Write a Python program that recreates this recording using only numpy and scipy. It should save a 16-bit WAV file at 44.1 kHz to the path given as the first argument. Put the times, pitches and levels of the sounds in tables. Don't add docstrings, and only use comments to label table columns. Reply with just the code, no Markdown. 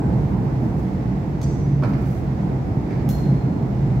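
import sys
import numpy as np
from scipy import signal
from scipy.fft import rfft, irfft, next_fast_len
from scipy.io import wavfile
from scipy.ndimage import uniform_filter1d, map_coordinates

SR = 44100
rng = np.random.default_rng(int(sys.argv[2]) if len(sys.argv) > 2 else 0)


def master(y):
    cut = np.clip(np.atleast_2d(y).T, -1, 1)
    pcm = np.round(cut * 32767)
    wavfile.write(sys.argv[1], SR, pcm.astype(np.int16))


N = 176400


def furnace_boom(trim_db=-3, steadying=0.09, window_s=0.053):
    # t/s, level/dB
    flame = [(0, -25.5), (0.159, -15.5), (0.359, -17.5), (0.56, -19), (0.8, -20), (1.08, -18), (1.3, -22.5),
             (1.58, -16.5), (1.84, -17.5), (2.2, -21), (2.579, -21), (2.85, -19.5), (3.06, -20),
             (3.27, -15), (3.45, -20.5), (3.72, -20), (3.95, -16.5)]
    # f/Hz, width/Hz, level/dB
    notes = [(50.5, 2.1, 0.5), (65.7, 8.9, -0.5), (123, 10.7, 2), (138.2, 14.8, 5.5), (165.5, 7.8, -3),
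             (183.8, 10.5, 0), (200.7, 5.7, 0.5), (239.6, 26, -12.5), (296, 23, -13.5), (446.3, 19, -16.5)]
    flame_db = np.interp(np.arange(N) / SR, *np.transpose(flame))
    power = lambda f: sum(amp(2 * db) / (1 + ((f - hz) / width) ** 2) ** 3 for hz, width, db in notes)
    boom = room_noise(lambda f: np.sqrt(power(f)))
    loudness = np.sqrt(np.abs(uniform_filter1d(np.mean(boom ** 2, axis=0), int(window_s * SR))))
    steadier = boom / loudness ** steadying
    return amp(flame_db + trim_db) * unit(steadier)


def flame_rush(level_db=-27):
    # f/Hz, level/dB
    colour = [(25, -26.5), (36, -14), (50, -13.5), (90, -0.5), (200, -2.5), (320, -6), (420, -13),
              (570, -18.5), (680, -16.5), (850, -18), (1200, -30), (2000, -42), (4000, -64.5)]
    flutter_db = 0.5 * wobble(rate=14)
    swell_db = -1.93 * wobble(rate=0.65)
    return amp(level_db + flutter_db + swell_db) * room_noise(lambda hz: amp(along(colour, hz)))


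def burner_hiss(level_db=-49):
    # f/Hz, level/dB
    colour = [(500, -16.5), (1200, 2), (2000, 3), (3100, -8), (5000, -10), (6300, -13.5), (7700, -17.5),
              (9000, -26), (11000, -27), (12200, -19), (13500, -29.5)]
    waver_db = 0.63 * wobble(rate=5.4)
    return amp(level_db + waver_db) * room_noise(lambda hz: amp(along(colour, hz)))


def wooden_knocks():
    # t/s, thud/dB, clack/dB
    blows = [(1.824, -22, -40.5), (1.835, -22, -33), (1.845, -28.5, -40.5), (1.935, -32, -40.5),
             (2.907, -39.5, -40), (2.927, -48, -43), (2.995, -50, -43.5)]
    # f/Hz, level/dB
    thud_colour = [(30, -30.5), (60, 3), (280, 2), (650, -1), (1350, -10.5), (1650, -21.5), (8000, -59.5)]
    clack_colour = [(700, 2.5), (2300, 1.5), (3300, -13), (4000, -12.5), (4700, -8.5), (6000, -17.5),
                    (9000, -31)]
    out = np.zeros((2, N))
    for s, thud_db, clack_db in blows:
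        thud = amp(thud_db) * burst(thud_colour, t60=0.05)
        clack = amp(clack_db) * burst(clack_colour, t60=0.04)
        add(out, s, workshop_echo(thud + clack, wet_db=2))
    return out * panned(-3.5)


def steel_tools():
    # f/Hz, level/dB, t60/s (time to fade by 60 dB)
    low_notes = [(4474, -5, .4), (4845, -7, .5), (5281, -6, .55), (5846, -1.5, .55), (5970, -1.5, .85),
                 (6380, -6, .3), (6476, -5, .5), (6610, -5, .5), (7224, -8, .3), (7456, -8, .35),
                 (7630, -6, .55), (8130, -8, .28), (10820, -14, .2), (11280, -13, .2)]
    high_notes = [(4161, -3, 1.25), (4210, -0.5, 1.4), (4255, -3.5, .8), (5970, -7, .6), (7150, -7, .3),
                  (9798, -4, .18), (10650, -3.5, .18), (11840, -2, .2), (12140, 0, .2), (12630, -1, .12),
                  (12880, 0, .17), (13940, -4, .17), (14670, 0, .14), (15680, -1, .16)]
    faint_notes = [(1550, -2, .8), (7640, -9, .3)]
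    # t/s, ring/dB, chatter/dB, crack/dB
    low_hits = [(1.415, -55, -50.5, -38.5), (1.430, -61.5, -46, -44)]
    high_hits = [(3.090, -63.5, -46, -31), (3.097, -66, -57.5, -37.5), (3.111, -58.5, -56, -35.5)]
    faint_hits = [(-0.054, -48.5, -56, -64)]
    # f/Hz, level/dB
    low_crack = [(1000, 1), (6500, 0.5), (8200, -4.5), (9500, -9), (16000, -12)]
    high_crack = [(1000, -3), (7000, -0.5), (10000, -8.5), (12500, -1), (16000, 0)]
    return (clinks(low_hits, low_notes, low_crack)
            + clinks(high_hits, high_notes, high_crack)
            + clinks(faint_hits, faint_notes, low_crack))


def clinks(hits, notes, crack_colour, chatter_t60=0.045):
    out, t = np.zeros((2, N)), np.arange(SR) / SR
    for s, ring_db, chatter_db, crack_db in hits:
        ring = sum(amp(db - 60 * t / t60) * tone(hz, waver_hz=20, rate=130) for hz, db, t60 in notes)
        chatter = sum(amp(db) * tone(hz, waver_hz=0.011 * hz, rate=600) for hz, db, _ in notes)
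        chatter *= amp(chatter_db - 60 * t / chatter_t60)
        crack = amp(crack_db) * burst(crack_colour, t60=0.016)
        add(out, s, workshop_echo(amp(ring_db) * ring + chatter + crack, wet_db=1))
    return out


def swishes():
    # peak t/s, rise/s, fall/s, level/dB
    slides = [(.27, 0.21, 0.23, -67), (0.634, .02, 0.12, -61.5), (.785, 0.017, 0.14, -59.5),
              (1.86, 0.05, 0.085, -61), (2.115, 0.15, 0.12, -54.5)]
    # f/Hz, level/dB
    colour = [(3000, -9.5), (6000, 3), (9500, -3), (12200, 2.5), (14000, -4), (16000, 4)]
    t = np.arange(N) / SR
    level = sum(amp(db) * np.exp(-((t - s) / np.where(t < s, rise, fall)) ** 2)
                for s, rise, fall, db in slides)
    roughness = amp(1.8 * wobble(rate=70))
    return level * roughness * np.array([noise(colour), noise(colour)])


def workshop_echo(x, wet_db, count=18, early_s=0.024, ear_lag_s=0.00039):
    # f/Hz, t60/s
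    fade_times = [(150, .9), (1000, 1.15), (4000, 1.1), (7000, .9), (12000, .52), (16000, .38)]
    hz, t, bands = signal.stft(room_noise(np.ones_like)[:, :SR], SR, nperseg=256)
    fade = amp(-60 * t / along(fade_times, hz)[:, None])
    tail = signal.istft(bands * fade, SR, nperseg=256)[1]
    echoes = amp(wet_db) * tail / np.linalg.norm(tail[0])
    delays = early_s * rng.random(count)
    gains = unit(rng.standard_normal(count)) / np.sqrt(count)
    for ear in echoes:
        arrivals = delays + ear_lag_s * rng.random(count)
        ear[(arrivals * SR).astype(int)] += gains
        ear[0] += 1
    return signal.fftconvolve(x[None], echoes, axes=1)


def room_noise(response):
    # f/Hz, likeness (1 = the same)
    alike = [(60, .985), (140, .97), (290, .9), (640, .45), (1300, -.1), (3100, 0)]
    # f/Hz, level/dB
    balance = [(60, -3.5), (130, -1.3), (700, -2), (1300, -3), (2200, -6.5), (3000, -1), (3700, 4),
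               (5000, -0.5), (12000, -1.5), (15000, 0.5)]
    angle = lambda hz: np.arccos(np.clip(along(alike, hz), -1, 1)) / 2
    shares = lambda hz: np.array([np.cos(angle(hz)), np.sin(angle(hz))])
    mid, side = filtered(rng.standard_normal((2, N)), lambda hz: response(hz) * shares(hz))
    stereo = np.array([mid + side, mid - side])
    return unit(filtered(stereo, lambda hz: panned(along(balance, hz))))


def burst(colour, t60):
    hz = np.fft.rfftfreq(SR, 1 / SR)
    cepstrum = irfft(np.log(unit(amp(along(colour, hz)))))
    body = np.exp(rfft(np.r_[cepstrum[0], 2 * cepstrum[1:SR // 2]], SR))
    crackle = rng.standard_normal(SR) * amp(-60 * np.arange(SR) / SR / t60)
    return irfft(body * rfft(crackle))


def tone(hz, waver_hz, rate):
    pitch = hz + waver_hz * wobble(rate, size=SR)
    return np.sin(2 * np.pi * (np.cumsum(pitch) / SR + rng.random()))


def noise(colour):
    return unit(filtered(rng.standard_normal(N), lambda hz: amp(along(colour, hz))))


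def wobble(rate, size=N):
    points = rng.standard_normal(int(size * rate / SR) + 4)
    return map_coordinates(points, [np.arange(size) * rate / SR])


def filtered(x, response):
    size = next_fast_len(N + SR // 2)
    return irfft(rfft(x, size) * response(np.fft.rfftfreq(size, 1 / SR)), size)[..., :N]


def along(points, hz):
    f, values = np.transpose(points)
    return np.interp(np.log(hz + 1), np.log(f + 1), values)


def amp(db):
    return 10 ** (np.asarray(db) / 20)


def unit(x):
    return x / np.sqrt(np.mean(x ** 2) + 1e-20)


def panned(db):
    return amp(np.array([[.5], [-.5]]) * db)


def add(out, s, x):
    start = round(s * SR)
    x = x[:, max(-start, 0):N - start]
    out[:, max(start, 0):][:, :x.shape[1]] += x


def scene():
    tools = steel_tools()
    furnace = furnace_boom() + flame_rush() + burner_hiss()
    return furnace + tools + wooden_knocks() + swishes()


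def record(dry, top_hz=15900):
    return filtered(dry, lambda hz: np.clip((top_hz - hz) / 250, 0, 1))


dry = scene()
out = record(dry)
master(out)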